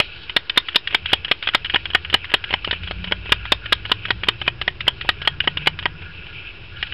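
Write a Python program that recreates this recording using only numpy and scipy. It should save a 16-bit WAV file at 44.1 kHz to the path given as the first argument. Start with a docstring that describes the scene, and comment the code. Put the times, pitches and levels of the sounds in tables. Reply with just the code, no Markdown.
"""Snapping plastic tongs

Plastic tongs snap open and shut about five times a second on a foam sheet, close to a narrow-band microphone.
Each blow is a tick and an uneven burst of clicks ringing the shell, with a short echo; filtered clicks rustle after.
The sheet slides with a hiss of dense clicks, hushed just after each clamp. Behind it lie room air, traffic rumble
in coloured noise and a vehicle speeding up in gliding sines. The loudest snaps overload the recorder.
"""
import sys
import numpy as np
from scipy import signal
from scipy.io import wavfile

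SR = 44100
rng = np.random.default_rng(int(sys.argv[2]) if len(sys.argv) > 2 else 0)


def store_pcm(level_fs):
    """Save levels as 16-bit WAV."""
    pcm = np.round(np.clip(level_fs, -1, 1) * 32767).astype(np.int16)
    wavfile.write(sys.argv[1], SR, np.atleast_2d(pcm).T)


N = 305613

# Plates clamp shut: t/s, peak level/dB, low modes level/dB, brightness/dB, rattle length/ms
CLAMPS = [(0.0005, 2, -12, -7, 3.86), (0.364, -2.5, -12, 7.5, 7), (0.574, -1.5, -10.5, 7, 8.8),
          (0.758, -2, -8.5, 9.5, 8), (0.946, -3.5, -12, 4, 5.86), (1.131, -0.2, -11, 3, 6.7),
          (1.313, -2.2, -14.5, 1, 6.8), (1.547, 0.2, -13, 1, 7.9), (1.758, -5.5, -15, -9, 6.9),
          (1.948, 1, -14.5, -6, 8.2), (2.141, 2, -10, -2, 6.9), (2.339, 0.2, -9, 0.5, 6.7),
          (2.538, -5.5, -8.5, -1, 3.5), (2.71, -11.5, -18.5, 3, 6.4), (2.91, -15, -12.5, -2, 3.4),
          (3.121, -6, -13.5, -15.5, 4.43), (3.32, 1.5, -13, 2, 8.24), (3.52, -2.5, -5.5, 6, 6.47),
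          (3.723, 0, -10.5, 7.5, 9.94), (3.916, -2.5, -12.5, 2, 7), (4.105, -4, -8.5, -1.5, 5.01),
          (4.285, -2.5, -9.5, 0.5, 5.45), (4.478, -4, -8.5, -4, 4.4), (4.678, -5.5, -11.5, -5.5, 3.28),
          (4.879, -1.5, -13.5, -7, 4.77), (5.09, -1.5, -10.5, 2, 6), (5.274, -3, -10.5, -1.5, 5.25),
          (5.474, -5.5, -8.5, -18, 6.96), (5.671, -0.8, -7.5, 2, 7.7), (5.856, -6, -8.5, -12, 8.1)]
# Arms spring open against the hinge stop: t/s, peak level/dB, low modes level/dB, brightness/dB
OPENINGS = [(0.295, -18.5, -22, 0), (0.496, -12.5, -21, 7), (0.685, -16, -39, -0.5), (0.873, -15, -42, 3),
            (1.058, -16, -29, 2), (1.247, -17.5, -23, 2), (1.426, -19.5, -24, 3), (1.646, -18.5, -21, 2.5),
            (1.855, -16.5, -23, -7), (2.048, -18, -25, -10), (2.244, -21, -27, 2), (2.44, -17.5, -27, -1),
            (2.645, -15, -28, 3), (2.834, -27.5, -16, 0), (3.042, -21.5, -13, 2), (3.258, -28.5, -10, 1),
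            (3.453, -22.5, -10.5, 0), (3.658, -21, -21, -3), (3.852, -22, -13, -2), (4.053, -18.5, -18, 3),
            (4.234, -15.5, -16, -1.5), (4.415, -18, -10.5, -1.5), (4.614, -14.5, -16.5, 3.5),
            (4.806, -19.5, -22, 5.5), (5.011, -17, -37, 4), (5.217, -21, -16, 4.5), (5.403, -9.5, -25, -16),
            (5.571, -16.5, -18, 2.5), (5.789, -18, -22, -0.5), (6.827, -14, -17.5, 2)]
# Light knocks of plates and sheet on the way shut: t/s, peak level/dB, low modes level/dB, rattle length/ms
KNOCKS = [(0.56, -26, -10, 15), (0.72, -34, -25, 7.4), (0.746, -23, -13, 4.4), (0.751, -24, -20, 2.7),
          (0.906, -24, -21, 9), (0.926, -27, -8, 2.7), (0.933, -34, -4, 5.4), (1.094, -23, -25, 9.3),
          (1.118, -22.5, -19, 13), (1.281, -24, -13, 6.5), (1.435, -24.5, -19, 5.8), (1.451, -33, -21, 9),
          (1.472, -10, -21, 8.9), (1.487, -13, -19, 5.1), (1.536, -19, -20, 4.6), (1.657, -21.5, -24, 6.1),
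          (1.697, -17, -23, 9.4), (1.738, -20.5, -6, 3.3), (1.744, -8, -8.5, 2.4), (1.902, -26.5, -10, 7.5),
          (1.934, -25.5, -9, 4), (2.099, -23.5, -17, 5.4), (2.128, -19, -9, 7.6), (2.296, -30, -15, 12),
          (2.317, -26, -8, 4.3), (2.492, -29, -17, 3.8), (2.506, -21.5, -6, 6.7), (2.528, -17, -11, 3),
          (2.675, -20.5, 0, 2.66), (2.728, -14.5, -8, 6.75), (2.874, -23.5, -12, 7.4),
          (3.073, -25, -11, 12), (3.112, -26, 1.5, 5.3), (3.293, -23.5, -9, 5.5), (3.896, -25, -8, 3.5),
          (4.083, -26, -14, 12), (4.27, -29.5, -3, 10.5), (4.465, -28, -17, 10.5), (4.868, -24.5, -6, 6.7),
          (5.048, -34, 1, 6.1), (5.249, -24.5, -15, 6.6), (5.44, -27, -8, 9.3), (5.619, -34.5, -8, 15),
          (5.66, -17, -25, 4.7), (5.826, -27, -12, 4.7), (6.018, -36, -8, 11), (6.26, -41, -10, 8),
          (6.46, -49, -9, 14), (6.761, -37, -25, 6), (6.869, -30, -21, 6), (6.923, -23.5, -20, 5.9)]
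# Ringing modes of the plastic shell: f/Hz, level/dB, t60/s
SHELL_MODES = [(778, -13.5, 0.015), (988, -11.5, 0.02), (1249, -14, 0.023), (1471, -7, 0.01),
               (1651, -5, 0.012), (1908, -2.5, 0.0095), (2180, -1, 0.0072), (2468, -7.5, 0.015),
               (2846, -7.5, 0.019), (3008, -3, 0.018), (3280, -8.5, 0.024), (3614, -7, 0.015),
               (3900, -14, 0.014), (4254, -27, 0.024), (4833, -20.5, 0.0076), (5270, -20, 0.0056)]
# Arms pushed through the foam: f/Hz, level/dB, t60/s
THUD_MODES = [(236, -23.5, 0.02), (424.6, 3.5, 0.017), (574, 3.5, 0.017)]
# Sliding sheet: t/s, middle hiss level/dB, upper hiss against it/dB, lower hiss against it/dB
SLIDE = [(0.0, -31.5, 2.5, -10), (0.12, -40.5, 0, -4.5), (0.23, -44, 1, -0.5), (0.5, -43, -2, -5),
         (1.1, -35, -13, -10.5), (1.7, -39.5, -4, -5), (2.4, -36.5, -10.5, -7.5), (3.4, -34.5, -11, -6.5),
         (4.0, -37, -9, -8), (4.5, -41, -10, -4), (4.8, -43.5, -7, -5.5), (5.0, -36, -10, -6.5),
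         (5.6, -39.5, -8, -6.5), (5.93, -41, -11, -3.5), (6.07, -41, -9, -1.5), (6.25, -36.5, -15, -11),
         (6.45, -38, -12, -5), (6.6, -43, -6, -12.5), (6.76, -44.5, -4, 2), (6.93, -36.5, -4, -7)]
# Resonances of the three hisses, relative levels: f/Hz, width/Hz, level/dB
MIDDLE_HISS = [(2385, 280, -2), (2620, 160, 0), (2930, 620, -1.5)]
UPPER_HISS = [(3050, 660, 4.5), (3830, 360, -4.5), (4240, 860, -3.5)]
LOWER_HISS = [(1440, 120, 7), (1656, 130, 4.5), (1875, 250, -13.5)]
# Firing tone and lower drone of the vehicle: t/s, f/Hz, level/dB
FIRING = [(0.9, 84, -48), (1.05, 84.1, -38.5), (1.4, 81.76, -49), (2.0, 80.9, -39), (2.4, 82.2, -45),
          (2.65, 85, -38), (3.199, 91.75, -35.5), (3.45, 96, -40.5), (3.95, 101.5, -36.5),
          (4.3, 111.7, -40), (4.7, 121.1, -41.5), (5.082, 135, -45.5), (5.5, 147, -38), (5.979, 153, -43.5),
          (6.1, 156, -58)]
DRONE = [(2.4, 50.2, -42.5), (2.999, 54.3, -34.5), (3.55, 53.8, -32), (3.89, 55.64, -44),
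         (4.34, 61.54, -42), (4.76, 62, -48), (5.099, 77.2, -46), (5.5, 87.14, -38.5), (5.961, 84, -39),
         (6.2, 84.5, -44)]
# Exhaust resonances, as overtones against their tone: f/Hz, level/dB
EXHAUST = [(100, -28), (120, -5), (158, -20), (178, -4), (205, -32), (270, -26), (345, -10.5), (400, -9),
           (470, -29)]
# Spectrum of the traffic, relative: f/Hz, level per Hz/dB
TRAFFIC_SPECTRUM = [(20, -17), (30, 8.5), (45, 4.5), (85, 5), (130, -1.5), (185, -9.5), (215, -29),
                    (260, -27)]
# Traffic loudness over time: t/s, level/dB
RUMBLE = [(0.0, -38), (0.75, -47.5), (1.02, -38), (1.31, -42), (1.97, -37), (2.4, -40.5), (3.5, -38.5),
          (4.9, -36.5), (6.4, -38), (6.93, -36)]
# Spectrum of the room air, relative: f/Hz, level per Hz/dB
AIR_SPECTRUM = [(190, -13), (250, -14.5), (340, 1), (650, -9.5), (1000, -7.5), (2000, -9.5), (3000, -5.5),
                (4300, -24.5), (5300, -13.5), (6500, -32)]

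# Upper and top modes of each kind of blow against the middle ones
CLAMP_UPPER_DB = 1.5
OPENING_UPPER_DB, OPENING_TOP_DB, OPENING_RATTLE_MS = 4.5, -5.5, 5.8
KNOCK_UPPER_DB, KNOCK_TOP_DB = 6, -11.5
UPPER_SHARE = 0.14   # share of a blow's brightness that also reaches the upper modes
LIGHT_FADE = 0.31   # the lighter the blow, the faster its rattle fades (dB per dB)
REBOUND_MS, REBOUND_DB = 9.1, -19   # the arms bounce back once
CRACK_DB, CRACK_HZ, CRACK_WIDTH_HZ = 10.5, 2500, 3160   # the tick of first contact
ROOM_T60_S, ROOM_ECHO_DB = 0.11, -22.5
RUSTLE_DB, RUSTLE_T60_S = -35.5, 0.16
GRIP_DB, GRIP_HOLD_S, GRIP_RELEASE_S = -4, 0.093, 0.04   # the shut plates hold the sheet still
HISS_PATCHY_DB = 2.5   # each band of the hiss wavers on its own
AIR_DB = -44.5
MIC_LOW_HZ, MIC_STOP_HZ, RECORDER_STOP_HZ = 35, 6150, 16800   # low cut, then where each top cut is complete


def blows():
    """Every blow of the tongs: t/s, then peak, low, upper and top mode levels/dB, then rattle length/ms."""
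    rows = []
    for t, peak_db, lows_db, bright_db, rattle_ms in CLAMPS:
        upper_db = CLAMP_UPPER_DB + UPPER_SHARE * bright_db
        rows.append((t, peak_db, lows_db, upper_db, bright_db, rattle_ms))
    for t, peak_db, lows_db, bright_db in OPENINGS:
        upper_db = OPENING_UPPER_DB + UPPER_SHARE * bright_db
        rows.append((t, peak_db, lows_db, upper_db, OPENING_TOP_DB + bright_db, OPENING_RATTLE_MS))
    for t, peak_db, lows_db, rattle_ms in KNOCKS:
        rows.append((t, peak_db, lows_db, KNOCK_UPPER_DB, KNOCK_TOP_DB, rattle_ms))
    return np.array(rows)


def snaps():
    """First contact, quick uneven rattle and rebound strike each shell mode with a strength of its own."""
    s, peak_db, lows_db, upper_db, top_db, rattle_ms = blows().T[:, :, None]
    # contact 0 is the first, 1 to 5 rattle on in their slots, the last two are the rebound
    contacts = 8
    slot = np.arange(contacts)
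    late = (slot + rng.random((len(s), contacts))) * (slot > 0) / contacts   # share of the rattle length
    delay_ms = late * rattle_ms
    delay_ms[:, -2:] = REBOUND_MS + 1.3 * rng.standard_normal((len(s), 2))
    at = np.clip(((s + delay_ms / 1000) * SR).astype(int), 0, N - 1)
    first = at[:, 0]
    strengths = rng.standard_normal((len(s), len(SHELL_MODES), contacts))
    out = np.zeros(N)
    for k, (hz, level_db, t60) in enumerate(SHELL_MODES):
        # where the blow lands sets how much it wakes the low, upper and top modes
        low, upper, top = np.clip([(1400 - hz) / 500, (hz - 2200) / 500, (hz - 3300) / 300], 0, 1)
        colour_db = low * (lows_db + 11.5) + upper * upper_db + top * top_db
        # the first contact is dull, the upper modes swell during the rattle
        fade_db = (LIGHT_FADE * peak_db - 8.5) * late
        contact_db = fade_db - 5.5 * upper * np.exp(-late / 0.049)
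        # a firm clamp smothers the bounce, a light knock lets it through
        contact_db[:, -2:] = REBOUND_DB - 0.54 * peak_db
        gain = from_db(peak_db + colour_db + level_db + contact_db)
        clicks = clicks_at(at, gain * (0.17 + 1.204 * strengths[:, k]))
        # foam-padded contacts excite little beside the mode
        out += band(ring(clicks, hz, t60), hz, 0.63 * hz)
    return out + crack(first, peak_db[:, 0]) + thud(first, (peak_db + lows_db)[:, 0])


def crack(at, peak_db):
    """The first contact itself, a sharp click through a wide band-pass."""
    tick = clicks_at(at, from_db(peak_db + CRACK_DB)) + 1e-18
    return band(band(tick, CRACK_HZ, CRACK_WIDTH_HZ), CRACK_HZ, CRACK_WIDTH_HZ)


def thud(at, push_db):
    """The arms push through the foam: a few short low modes, uneven from blow to blow."""
    uneven_db = 3.7 * rng.standard_normal((len(at), len(THUD_MODES)))
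    out = np.zeros(N)
    for k, (hz, level_db, t60) in enumerate(THUD_MODES):
        push = clicks_at(at, from_db(push_db + level_db + uneven_db[:, k]))
        out += band(ring(push, hz, t60), hz, 1.73 * hz)
    return out


def room(x):
    """Diffuse echo: the room answers with a dying noise after a short gap."""
    t = np.arange(SR // 4) / SR
    answer = rng.standard_normal(len(t)) * from_db(-60 * t / ROOM_T60_S) * (t > 0.004)
    return signal.fftconvolve(x, answer / np.sqrt(np.sum(answer ** 2)))[:N]


def rustle():
    """The struck sheet crackles on for a moment, dying away exponentially."""
    s, peak_db = blows().T[:2]
    shakes = np.zeros(N)
    shakes[(s * SR).astype(int)] = from_db(peak_db + RUSTLE_DB)
    dying = signal.lfilter([1], [1, -from_db(-60 / (RUSTLE_T60_S * SR))], shakes + 1e-18)
    resonances = [(2000, 650, 0), (3000, 600, -7.5), (3630, 420, -11.5)]   # f/Hz, width/Hz, level/dB
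    return dying * hiss(resonances, grains_per_s=580, spread_db=3.6)


def sheet():
    """Sliding friction hisses in three wavering bands, hushed while the plates grip."""
    t = np.arange(N) / SR
    shut = np.transpose(CLAMPS)[0]
    since_shut = t - shut[np.maximum(np.searchsorted(shut, t) - 1, 0)]
    slide_db, upper_db, lower_db = in_time(SLIDE)
    slide_db = slide_db + np.interp(since_shut, [GRIP_HOLD_S, GRIP_HOLD_S + GRIP_RELEASE_S], [GRIP_DB, 0])
    out = np.zeros(N)
    for against_db, resonances in (0, MIDDLE_HISS), (lower_db, LOWER_HISS), (upper_db, UPPER_HISS):
        waver_db = HISS_PATCHY_DB * drift(4.7) + 2.0 * drift(11)
        out += from_db(slide_db + against_db + waver_db) * hiss(resonances, grains_per_s=3500, spread_db=2.1)
    return out


def hiss(resonances, grains_per_s, spread_db):
    """Foam cells catch on the plates: uneven random clicks through broad resonances; rms 1."""
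    sizes = from_db(spread_db * np.minimum(rng.exponential(1, N), 4)) * rng.choice([-1, 1], N)
    grains = (rng.random(N) < grains_per_s / SR) * sizes
    out = np.zeros(N)
    for k, (hz, width, level_db) in enumerate(resonances):
        resonance = band(band(grains, hz, width), hz, width)
        out += (-1) ** k * from_db(level_db) / np.sqrt(width) * resonance   # neighbours in opposite polarity
    return rms_one(out)


def vehicle():
    """Firing tone and drone climb as it gathers speed; overtones swell on crossing exhaust resonances."""
    pipe_hz, pipe_db = np.transpose(EXHAUST)
    out = np.zeros(N)
    for span in FIRING, DRONE:
        hz, level_db = in_time(span)
        out += tone(hz, level_db, span, rough_db=3.5)
        for order in 2, 3:
            overtone_db = np.interp(np.log(order * hz), np.log(pipe_hz), pipe_db)
            out += tone(order * hz, level_db + overtone_db, span, rough_db=4.5)
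    return out


def tone(hz, level_db, span, rough_db):
    """A gliding sine of wavering level, an engine tone faded in and out around its span."""
    start, end = span[0][0], span[-1][0]
    fade = np.interp(np.arange(N) / SR, [start - 0.15, start, end, end + 0.34], [0, 1, 1, 0])
    gain = np.sqrt(2) * from_db(level_db + rough_db * drift(20.0))   # level is rms
    return fade * gain * np.sin(2 * np.pi * np.cumsum(hz) / SR)


def traffic():
    """Distant rumble: low coloured noise that swells and sinks."""
    return from_db(in_time(RUMBLE)[0]) * coloured(TRAFFIC_SPECTRUM, patchy_db=1.0)


def room_air():
    """The steady noise floor of the room, as coloured noise."""
    return from_db(AIR_DB) * coloured(AIR_SPECTRUM, patchy_db=0.0)


def coloured(spectrum, patchy_db):
    """Noise in third-octave bands, each at its own level and wavering by patchy_db; rms 1."""
    hz, level_db = np.transpose(spectrum)
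    edges = hz[0] * 2 ** np.arange(0, np.log2(hz[-1] / hz[0]), 1 / 3)
    white = rng.standard_normal((2, N))   # neighbouring bands use different noise
    out = np.zeros(N)
    for k, (low, high) in enumerate(zip(edges, edges[1:])):
        sos = signal.butter(2, [low, high], "band", fs=SR, output="sos")
        band_db = np.interp(np.log(low * high) / 2, np.log(hz), level_db)
        out += signal.sosfilt(sos, white[k % 2]) * from_db(band_db + patchy_db * drift(9))
    return rms_one(out)


def from_db(db):
    """Decibels to gain."""
    return 10 ** (np.asarray(db) / 20)


def rms_one(x):
    """Scale to unit rms."""
    return x / np.sqrt(np.mean(x ** 2) + 1e-20)


def in_time(rows):
    """Columns of a curve table at every sample."""
    s, *columns = np.transpose(rows)
    return [np.interp(np.arange(N) / SR, s, c) for c in columns]


def drift(rate_hz):
    """Slow random wander of rms 1: noise low-passed near rate_hz, made at every 40th sample."""
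    r = np.exp(-2 * np.pi * rate_hz * 40 / SR)
    slow = signal.lfilter([1], [1, -2 * r, r * r], rng.standard_normal(N // 40 + 2002))[2000:]
    return np.interp(np.arange(N) / 40, np.arange(len(slow)), rms_one(slow))


def clicks_at(at, heights):
    """Single-sample clicks, summed where they coincide."""
    clicks = np.zeros(N)
    np.add.at(clicks, at, heights)
    return clicks


def ring(clicks, hz, t60):
    """A damped resonator: a unit click sets off a dying sine that starts at height 1."""
    r, w = from_db(-60 / (t60 * SR)), 2 * np.pi * hz / SR
    return signal.lfilter([0, np.sin(w)], [1, -2 * r * np.cos(w), r * r], clicks + 1e-18)


def band(x, hz, width):
    """Gentle band-pass around hz."""
    return signal.sosfilt(signal.butter(1, [hz - width / 2, hz + width / 2], "band", fs=SR, output="sos"), x)


def scene():
    """Tongs with their echo, rustling and sliding sheet, then street and room air."""
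    tongs = snaps()
    echo = from_db(ROOM_ECHO_DB) * room(tongs)
    foam = rustle() + sheet()
    street = vehicle() + traffic()
    return (tongs + echo + foam + street + room_air())[None]


def record(dry):
    """The input rounds big peaks, a narrow band passes, and overshoots are cut flat, spraying treble."""
    rounded = 0.71 * np.tanh(dry / 0.98)
    narrow = signal.sosfilt(signal.cheby2(16, 75, MIC_STOP_HZ, fs=SR, output="sos"), rounded)
    narrow = signal.sosfilt(signal.butter(2, MIC_LOW_HZ, "high", fs=SR, output="sos"), narrow)
    flat = np.clip(narrow - 0.0064, -0.72, 0.72)   # a small constant offset makes the clipping lopsided
    return signal.sosfilt(signal.cheby2(12, 70, RECORDER_STOP_HZ, fs=SR, output="sos"), flat)


dry = scene()
out = record(dry)
store_pcm(out)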